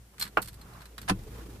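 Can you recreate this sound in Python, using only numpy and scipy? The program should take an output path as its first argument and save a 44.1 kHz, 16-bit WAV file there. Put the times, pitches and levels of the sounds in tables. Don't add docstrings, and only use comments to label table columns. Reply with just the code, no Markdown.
import sys
import numpy as np
from scipy import signal
from scipy.fft import rfft, irfft, next_fast_len
from scipy.io import wavfile
from scipy.ndimage import uniform_filter1d

SR = 44100
rng = np.random.default_rng(int(sys.argv[2]) if len(sys.argv) > 2 else 0)


def generate_wav(sig):
    pcm = np.round(np.clip(np.atleast_2d(sig).T, -1, 1) * 32767).astype(np.int16)
    wavfile.write(sys.argv[1], SR, pcm)


N = 70560
LEFT_LAG_S, THUD_ATTACK_S = .000173, .003

# f/Hz, level/dB, t60/s
BODY_MODES = [(34.3, -5, 0.81), (109.1, -4.5, 0.32), (129, -8, 0.46), (189.3, 7.5, 0.12), (296, 8.5, 0.063),
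              (329.6, -9, 0.24), (408, -16, 0.22), (487, -4, .07)]


def undb(db):
    return 10 ** (np.asarray(db) / 20)


def curve(points):
    return undb(np.interp(np.arange(N) / SR, *np.array(points).T))


def colour(x, points, tilt_db=0, pivot_hz=5000):
    n = x.shape[-1]
    size = 2 * next_fast_len(n)
    octave = np.log2(np.maximum(np.fft.rfftfreq(size, 1 / SR), 10))
    hz, db = np.array(points).T
    from_pivot = np.maximum(octave, np.log2(hz[2])) - np.log2(pivot_hz)
    gain = undb(np.interp(octave, np.log2(hz), db) + tilt_db * from_pivot)
    cepstrum = irfft(np.log(gain))
    cepstrum[1:size // 2] *= 2
    cepstrum[size // 2 + 1:] = 0
    return irfft(rfft(x, size) * np.exp(rfft(cepstrum)))[..., :n]


def diffuse(n, split_hz=1040):
    mid, side = rng.standard_normal((2, n))
    side = signal.sosfilt(signal.butter(1, split_hz, "high", fs=SR, output="sos"), side)
    return np.array([mid + side, mid - side])


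def unit(x):
    return x / np.sqrt(np.sum(x ** 2) / (2 * .01 * SR))


def burst(points, t60, tilt_db=0):
    t = np.arange(SR // 4) / SR
    reflections = diffuse(len(t)) * undb(-60 * t / t60)
    return unit(colour(reflections, points, tilt_db))


def ring(modes, lag_s=0, scatter=0, alternate=False, attack_s=.0019):
    t = np.maximum(np.arange(SR // 2) / SR - np.array([[lag_s], [0]]), 0)
    out = 0
    for k, (hz, db, t60) in enumerate(modes):
        strength, phase = scatter * rng.standard_normal((2, 2, 1))
        tone = np.sin(2 * np.pi * hz * t + phase + np.pi * k * alternate)
        out = out - undb(db + 2 * strength - 60 * t / t60) * tone
    return unit(out * np.minimum(t / attack_s, 1))


def add(out, s, sound):
    i = int(s * SR)
    out[:, i:i + sound.shape[1]] += sound[:, :max(N - i, 0)]


def drift(rate_hz):
    hold = int(SR / rate_hz)
    steps = np.repeat(rng.standard_normal(N // hold + 1), hold)
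    return uniform_filter1d(steps, hold)[:N]


def wash(points, rough_db=0):
    x = colour(diffuse(N) * undb(rough_db * drift(90)), points)
    return x / np.std(x)


def cabin(hum_hz=56.7, waver=.015, hiss_db=-61):
    harmonics = [5.5, -13, -29, -27]
    # t/s, level/dB
    hum_level = [(0, -50), (.11, -63), (.22, -57.5), (.4, -55), (.58, -48.5), (.7, -59), (.82, -52),
                 (1.05, -50.5), (1.2, -50.5), (1.3, -49), (1.42, -44.5), (1.6, -52.5)]
    rumble_level = [(0, -62), (.14, -65), (.23, -50), (.33, -65), (.42, -48), (.6, -54), (.78, -51.5),
                    (.93, -68), (1.06, -45.5), (1.25, -48.5), (1.6, -50)]
    # f/Hz, level/dB
    rumble_colour = [(20, -15), (45, -7), (70, -6), (110, 3.5), (155, -6.5), (200, -5.5), (260, -17),
                     (600, -31), (2000, -43)]
    hiss_colour = [(100, -6), (250, -4), (700, -11), (1500, -15), (4000, -20), (10000, -19), (14000, -21.5)]
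    phase = 2 * np.pi * np.cumsum(hum_hz * (1 + waver * drift(12))) / SR
    hum = sum(undb(db) * np.sin(k * phase + rng.uniform(0, 2 * np.pi))
              for k, db in enumerate(harmonics, 1))
    rumble = curve(rumble_level) * wash(rumble_colour)
    hiss = undb(hiss_db) * wash(hiss_colour)
    return curve(hum_level) * hum / np.std(hum) + rumble + hiss


def hand(bump_t60=.11):
    # start/s, peak/s, end/s, level/dB
    strokes = [(0.12, 0.143, 0.16, -59.5), (0.496, 0.774, 0.914, -53), (1.26, 1.398, 1.51, -55)]
    # f/Hz, level/dB
    slide_colour = [(200, -11.5), (600, -3), (1150, 1), (1500, -4.5), (2200, -12), (5000, -19),
                    (14000, -25)]
    rustle_colour = [(100, -21), (200, 0), (300, -1), (460, -1.5), (620, -11), (1300, -16.5), (2500, -21),
                     (6000, -25.5), (14000, -29)]
    # t/s, level/dB
    rustle_level = [(0, -97), (.2, -57), (.55, -61.5), (.92, -60.5), (1.05, -56.5), (1.2, -54.5),
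                    (1.35, -51.5), (1.5, -49.5), (1.6, -55)]
    # t/s, level/dB, f/Hz
    bumps = [(0.194, -50.5, 208), (0.252, -45.5, 204), (1.05, -47.5, 197), (1.266, -47, 434),
             (1.415, -45.5, 335), (1.486, -45, 292)]
    t = np.arange(N) / SR
    sliding = sum(undb(db) * np.interp(t, [start, peak, end], [0, 1, 0])
                  for start, peak, end, db in strokes)
    out = sliding * wash(slide_colour)
    out += curve(rustle_level) * wash(rustle_colour, rough_db=2.5)
    for s, db, hz in bumps:
        add(out, s, undb(db) * ring([(hz, 0, bump_t60)]))
    return out


def keys(crack_db=-6.5, tail_db=-1.5):
    # t/s, clash level/dB, ring level/dB, ring f/Hz, treble tilt/(dB per octave)
    contacts = [(.182, -50, -71, 4200, -4), (0.1967, -38.5, -58, 4250, 6.5),
                (0.2003, -37.5, -47.5, 4400, 2.5), (0.211, -36, -35, 4190, -1), (.2165, -47, -35, 4160, 3),
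                (.223, -32.5, -30.5, 4190, -0.5), (0.2246, -34.5, -38, 4420, 0),
                (.239, -43, -63, 4430, -2.5), (.252, -43.5, -53.5, 4180, -2),
                (0.265, -44.5, -64, 4190, -6.5), (0.2768, -49, -58, 4190, -1.5),
                (.373, -47, -49, 4230, 0.5), (0.4184, -37.5, -47, 4440, 11.5),
                (.425, -39.5, -51.5, 4430, 2), (0.446, -50, -70, 4500, 1.5), (0.4575, -48, -63, 4340, 1.5),
                (0.475, -46.5, -69, 4220, 1.5), (0.4839, -43.5, -54, 4290, 0.5),
                (0.53, -55.5, -70, 4200, 1), (.541, -53, -72, 4120, 1.5), (0.6129, -53, -55, 4200, -1.5),
                (0.735, -62, -64, 4020, -1), (0.807, -53, -62, 4230, -6), (0.818, -49.5, -74, 4250, -3.5),
                (0.8556, -49.5, -60.5, 4050, -1), (0.9804, -40, -48, 3930, -4),
                (1.0155, -46.5, -60, 4550, 1), (1.03, -51, -67, 4230, -5), (1.236, -59.5, -78, 4140, 2)]
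    # multiple of its pitch, level/dB, t60/s
    key_modes = [(.8, -14, .06), (1, 0, .06), (1.06, -13, .045), (1.175, -13, .05), (2.93, -14, .06)]
    # f/Hz, level/dB
    clash_colour = [(300, -23.5), (800, -3), (1400, 5.5), (2700, -0.5), (4400, 3), (6500, -5), (8300, 3),
                    (10000, -3), (12500, 0), (15000, -15.5)]
    out = np.zeros((2, N))
    for s, clash_db, ring_db, hz, tilt_db in contacts:
        add(out, s, undb(clash_db + crack_db) * burst(clash_colour, t60=.03, tilt_db=tilt_db))
        add(out, s, undb(clash_db + tail_db) * burst(clash_colour, t60=.07, tilt_db=tilt_db))
        modes = [(hz * ratio, db, t60) for ratio, db, t60 in key_modes]
        add(out, s, undb(ring_db) * ring(modes, scatter=.22))
    return out


def column_knock(body_db=-35):
    # t/s, snap level/dB, ring level/dB
    blows = [(.371, -29, -22), (.3736, -20, -33), (.383, -30.5, -35.5)]
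    # f/Hz, level/dB, t60/s
    shroud_modes = [(180, -15.5, 0.089), (265, -11, 0.12), (360, -0.5, 0.065), (425, -8.5, 0.11),
                    (506.5, -8, 0.12), (730, -5.5, 0.078), (844, -9, 0.073), (902, 3, 0.08),
                    (1174, -20, 0.077), (1410, 8.5, 0.049), (1469, -7, 0.1), (1635, 4, 0.019),
                    (1730, 5.5, 0.044), (2200, -6.5, 0.14), (2900, 1, 0.059)]
    # f/Hz, level/dB
    shroud_colour = [(100, -19.5), (230, -3), (380, 0), (900, 5.5), (1500, 4), (2000, -8), (2800, -5.5),
                     (3100, -17.5), (4000, -28.5), (7000, -36), (14000, -46)]
    impulse = np.zeros((2, SR // 10))
    impulse[:, 0] = -1
    snap = unit(colour(impulse, shroud_colour))
    out = np.zeros((2, N))
    for s, snap_db, ring_db in blows:
        add(out, s, undb(snap_db) * snap)
        add(out, s, undb(ring_db) * burst(shroud_colour, t60=.076))
        add(out, s, undb(ring_db) * ring(shroud_modes, LEFT_LAG_S, scatter=.43, alternate=True))
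    add(out, blows[0][0], undb(body_db) * ring(BODY_MODES, alternate=True, attack_s=THUD_ATTACK_S))
    return out


def latch_clunk(ring_db=-2):
    # t/s, level/dB, treble tilt/(dB per octave)
    contacts = [(1.079, -41, 0.5), (1.0837, -34, 1.5), (1.0871, -34.5, 7.5), (1.0944, -25.5, -0.5),
                (1.097, -27, 5), (1.102, -33.5, -0.5), (1.119, -44, 1)]
    # f/Hz, level/dB, t60/s
    latch_modes = [(746.4, 5.5, 0.075), (870, -8, .07), (960, -1.5, 0.089), (1030, 2.5, 0.082),
                   (1320, 4.5, 0.062), (1473, -7, 0.086), (1800, 5, 0.046), (2638, -3, 0.079)]
    # f/Hz, level/dB
    latch_colour = [(200, -5.5), (550, -7.5), (800, 7.5), (1500, 4.5), (2200, -2), (4600, -8.5),
                    (7500, -20.5), (10000, -17), (14500, -41)]
    # t/s, level/dB
    thuds = [(1.1006, -25.5), (1.1114, -22)]
    out = np.zeros((2, N))
    for s, db, tilt_db in contacts:
        add(out, s, undb(db) * burst(latch_colour, t60=.055, tilt_db=tilt_db))
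        add(out, s, undb(db + ring_db) * ring(latch_modes, LEFT_LAG_S, scatter=.67))
    for s, db in thuds:
        add(out, s, undb(db) * ring(BODY_MODES, attack_s=THUD_ATTACK_S))
    return out


def scene():
    # f/Hz, level/dB
    balance = [(100, 1.5), (350, -0.5), (700, -2), (1400, -4), (2500, 2), (4500, 0), (8000, -2),
               (12000, -9.5)]
    near = keys() + column_knock() + latch_clunk() + hand()
    left = colour(near[0], [(hz, db / 2) for hz, db in balance])
    right = colour(near[1], [(hz, -db / 2) for hz, db in balance])
    return np.array([left, right]) + cabin()


def record(dry):
    return signal.sosfilt(signal.ellip(8, .2, 70, 14700, fs=SR, output="sos"), dry)


dry = scene()
out = record(dry)
generate_wav(out)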